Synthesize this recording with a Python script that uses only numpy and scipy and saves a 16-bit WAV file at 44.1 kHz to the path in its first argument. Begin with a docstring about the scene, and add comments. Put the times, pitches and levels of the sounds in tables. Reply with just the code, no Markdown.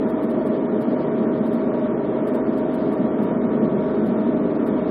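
"""A broad, patchy rumble with a steady motor whine: a potter's wheel in a workshop, clay drawn up by hand.
The rumble is coloured noise: belt and bearings shaking the frame. Rotor, mains and rotor slots
of the induction motor sing clean lines through it, as sines with wavering level and phase.
Rotor lines and slot whine sag a little in pitch while the hands load the wheel."""
import sys
import numpy as np
from scipy import signal
from scipy.fft import rfft, irfft
from scipy.io import wavfile

SR = 44100
rng = np.random.default_rng(int(sys.argv[2]) if len(sys.argv) > 2 else 0)


def transcribe(signal):
    """Save signal, clipped to [-1, 1], as a 16-bit WAV file at the path in sys.argv[1]."""
    frames = np.atleast_2d(signal).T
    limited = np.clip(frames, -1, 1)
    pcm = np.round(limited * 32767).astype(np.int16)
    wavfile.write(sys.argv[1], SR, pcm)


def convert_level_to_amplitude(level_db):
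    """Map a level in decibels to its linear amplitude factor."""
    exponent = np.asarray(level_db, float) / 20
    return 10 ** exponent


N = 216290
TIME = np.arange(N) / SR


def drift(rate_hz):
    """Slow chance of spread 1, changing about rate_hz times a second: noise through two equal poles."""
    step = 40   # samples between the points that are drawn
    pole = np.exp(-2 * np.pi * rate_hz * step / SR)
    noise = rng.standard_normal(N // step + 2002)
    slow = signal.lfilter([1], [1, -2 * pole, pole * pole], noise)[2000:]   # skip the filter's start
    return np.interp(np.arange(N) / step, np.arange(len(slow)), slow / slow.std())


# broad colour of the rumble, before its peaks and dips: f/Hz, level/dB per Hz
RUMBLE_COLOUR = [(25, -90), (50, -89.5), (60, -69.5), (105, -66.5), (160, -53.5), (210, -49.5), (450, -54),
                 (560, -57.5), (820, -66), (1500, -74), (2500, -86.5), (3700, -89), (5200, -99),
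                 (5600, -106), (5800, -135), (6800, -135), (7000, -103), (8500, -96), (16000, -99)]
# peaks and dips of the rumble, from frame and room: f/Hz, width/Hz, lift/dB
RUMBLE_PEAKS_AND_DIPS = [(64.5, 12, 3.5), (76, 6, -3), (89, 6, -10), (107, 6, -6.5), (132, 13, 3),
                         (140.7, 5, -5.5), (154, 4.4, -4.5), (165.3, 4.7, -5), (361, 17, -3.5),
                         (176, 11, 3), (229.6, 10, -2), (286, 9.7, 3.5), (344, 8.9, 2), (420.6, 21, 2.5),
                         (439, 8, -3), (484, 20, -3.5), (219.2, 37.5, 6.5), (252, 40.3, 6.5),
                         (332.2, 25, 6), (399.3, 45, 7), (454.7, 52, 4.5), (470.3, 18, -2.5),
                         (547.6, 15, -5), (543, 5.6, -6.5), (622, 6, -7.5), (649, 7.1, -4), (513.7, 17, 4),
                         (536, 10, 3), (584, 11, 4), (607.4, 8.6, 9), (676, 8.6, -0.5), (708, 9.7, 2),
                         (773, 10, -4), (857, 19, -7), (866, 12, 4), (906, 48, 4), (924, 7.2, -5.5),
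                         (952, 9.1, 3), (945, 37, 7), (998, 30, 3.5), (1106, 10, -6), (1132, 9.7, 6.5),
                         (1142, 7, -5), (1149, 59, 4.5), (1235, 56, 3.5), (1250, 9.1, -3.5), (1279, 21, 3),
                         (1324, 11, -5), (1365, 14, 4.5), (1378, 10, 3.5), (1337, 45, 3.5), (1503, 25, 4),
                         (1820, 170, 3.5), (1600, 40, -3), (2190, 89, 4.5), (2750, 350, -2),
                         (3570, 80, -2.5), (3980, 320, -3.5), (3650, 100, 2.5)]
# gain of the low drone around 170 Hz: t/s, level/dB
DRONE_GAIN = [(0, -5), (1.4, -0.5), (2.3, -2.5), (3.7, 1.5), (4.9, -1.5)]
# gain of the boom around 215 Hz: t/s, level/dB
UPPER_BOOM_GAIN = [(0, 3), (0.75, -2.5), (1.3, 3.5), (1.95, -4.5), (2.7, -3.5), (3.2, 1.5), (3.75, 3.5),
                   (4.3, 3.5), (4.9, -2)]


def rumble(low_spread_db, high_spread_db):
    """Random shaking from belt and bearings, coloured by frame and room; low and high parts waver apart."""
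    hz = np.maximum(np.arange(N // 2 + 1) * SR / N, 1)
    colour_hz, colour_db = np.transpose(RUMBLE_COLOUR)
    level_db = np.interp(np.log(hz), np.log(colour_hz), colour_db)
    for centre_hz, width_hz, lift_db in RUMBLE_PEAKS_AND_DIPS:
        level_db = level_db + lift_db / (1 + (2 * (hz - centre_hz) / width_hz) ** 4)
    # sqrt(SR / 2) brings white noise to 0 dB per Hz
    shaken = rfft(rng.standard_normal(N)) * np.sqrt(SR / 2) * convert_level_to_amplitude(level_db)

    # each share passes what lies below its corner; differences between them cut out the bands
    below_110 = 1 / (1 + (hz / 110) ** 4)
    below_192 = 1 / (1 + (hz / 192) ** 8)
    below_230 = 1 / (1 + (hz / 230) ** 24)
    below_500 = 1 / (1 + (hz / 500) ** 4)
    floor_boom = irfft(shaken * below_110, N)
    drone = irfft(shaken * (below_192 - below_110), N)
    upper_boom = irfft(shaken * (below_230 - below_192), N)
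    low = irfft(shaken * (below_500 - below_230), N)
    high = irfft(shaken * (1 - below_500), N)

    low = low + convert_level_to_amplitude(np.interp(TIME, *np.transpose(DRONE_GAIN))) * drone
    low = low + convert_level_to_amplitude(np.interp(TIME, *np.transpose(UPPER_BOOM_GAIN))) * upper_boom
    floor_boom = convert_level_to_amplitude(0.85 * TIME) * floor_boom   # boom through the floor grows 0.85 dB per second
    return floor_boom + convert_level_to_amplitude(low_spread_db * drift(10.0)) * low + convert_level_to_amplitude(high_spread_db * drift(4.5)) * high


def hand_load():
    """Load of the hands on the wheel, 0-1: they lean on the clay, hold, and ease off."""
    press_start_s, press_s, ease_start_s, ease_s = 0.8, 1.3, 3.7, 0.8
    press = np.clip((TIME - press_start_s) / press_s, 0, 1)
    ease = np.clip((TIME - ease_start_s) / ease_s, 0, 1)
    return press - ease


def tone(hz, level_db, waver_db, wobble_rad):
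    """A sine from a random start, its level (dB rms) wavering and its phase wobbling."""
    turns = np.cumsum(hz + 0 * TIME) / SR + rng.random()
    phase = 2 * np.pi * turns + wobble_rad * drift(3)
    return np.sqrt(2) * convert_level_to_amplitude(level_db + waver_db * drift(3.0)) * np.sin(phase)


# lines locked to the rotor, before waver and throb: multiple of the turning rate, level/dB rms
ROTOR_LINES = [(1, -69.5), (4, -58), (6, -43.5), (11, -39.5), (21, -50), (22, -45.5), (25, -36.5),
               (27, -46), (28, -52.5), (32, -59.5), (35, -55), (44, -61), (45, -57), (47, -55), (94, -66.5)]


def rotor():
    """Small unbalances repeat on every turn; the wheel's heavy side loads the belt and makes them throb."""
    free_hz, sag_hz = 24.565, 0.045   # turning rate when free, its sag under full load
    wheel_hz, wheel_peak_s = 1.5, 2.41
    throb = 1 + 0.2 * np.cos(2 * np.pi * wheel_hz * (TIME - wheel_peak_s))
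    turning_hz = free_hz - sag_hz * hand_load()
    lines = sum(tone(k * turning_hz, db, waver_db=2.0, wobble_rad=0.52) for k, db in ROTOR_LINES)
    return throb * lines


MAINS_HZ = 49.96
# magnetic hum, before waver: multiple of the mains, level/dB rms
MAINS_LINES = [(6, -32.5), (7, -36), (10, -56), (12, -53)]


def magnetic_hum():
    """The iron pulls at multiples of the mains."""
    return sum(tone(k * MAINS_HZ, db, waver_db=1.5, wobble_rad=0.53) for k, db in MAINS_LINES)


# the whine and its upper sidebands, before waver: steps of twice the mains, level/dB rms
WHINE_LINES = [(0, -34), (1, -49.5), (2, -63.5)]


def slot_whine():
    """Rotor slots pass the stator teeth; the field pulsing at twice the mains adds sidebands."""
    free_hz, sag_hz = 637.8, 2.0   # pitch when running free, its sag under full load
    hz = free_hz - sag_hz * hand_load()
    return sum(tone(hz + 2 * k * MAINS_HZ, db, waver_db=0.8, wobble_rad=0.2) for k, db in WHINE_LINES)


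def scene():
    """Motor lines over the rumble of the wheel."""
    motor = rotor() + magnetic_hum() + slot_whine()
    return (rumble(low_spread_db=0.5, high_spread_db=0.5) + motor)[None]


# blocks in which most of the treble is kept: t/s
FULLER_BLOCKS = [.101, .242, .307, .471, .822, 1.473, 1.542, 2.278, 2.348, 2.583, 2.746, 2.933, 3.235,
                 4.065, 4.672]


def thin_treble(x, together, linger):
    """Keeps or drops patches of treble block by block, partly in step, the higher the rarer kept."""
    block, lead = 1024, 734   # samples: block step, silence ahead that sets where blocks fall
    most_share, half_hz, steepness, top_hz = 0.8, 3800, 11, 5800
    window = np.sin(np.pi * (np.arange(2 * block) + 0.5) / (2 * block))
    hz, _, cells = signal.stft(np.pad(x, (lead, 0)), SR, window, 2 * block, block)
    blocks = cells.shape[1]
    edges = np.r_[np.geomspace(2580, 6890, 11), 6890 + 689 * np.arange(1, 15)]   # lower patch edges, Hz

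    chance = together * rng.standard_normal(blocks) + rng.standard_normal((len(edges), blocks))
    chance = signal.lfilter([1], [1, -linger], chance)   # a patch tends to stay as it was
    rank = chance.argsort().argsort() / blocks
    # share of the blocks in which each patch is kept; it halves at half_hz
    share = most_share / (1 + (edges / half_hz) ** steepness) * (edges < top_hz)
    kept = rank < share[:, None]

    # fuller blocks keep every patch below 5 kHz, and each one above with a chance of 0.6
    fuller = np.round((np.array(FULLER_BLOCKS) * SR + lead) / block).astype(int)
    lucky = rng.random((len(edges), len(fuller))) < 0.6
    kept[:, fuller] = lucky | (edges[:, None] < 5000)

    patch = np.searchsorted(edges, hz) - 1   # -1 lies below the patches and is always kept
    cells = cells * np.where(patch[:, None] < 0, 1, kept[patch])
    return signal.istft(cells, SR, window, 2 * block, block)[1][lead:lead + N]


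def roll_off(x):
    """The treble ends steeply here."""
    return signal.sosfilt(signal.butter(12, 15760, fs=SR, output="sos"), x)


def record(dry):
    soft_end = np.minimum((N - np.arange(N)) / 60, 1)
    hiss = convert_level_to_amplitude(-96) * rng.standard_normal(N)
    mix = thin_treble(dry[0], together=0.8, linger=0.3) * soft_end + hiss
    return roll_off(mix[None])


dry = scene()
out = record(dry)
transcribe(out)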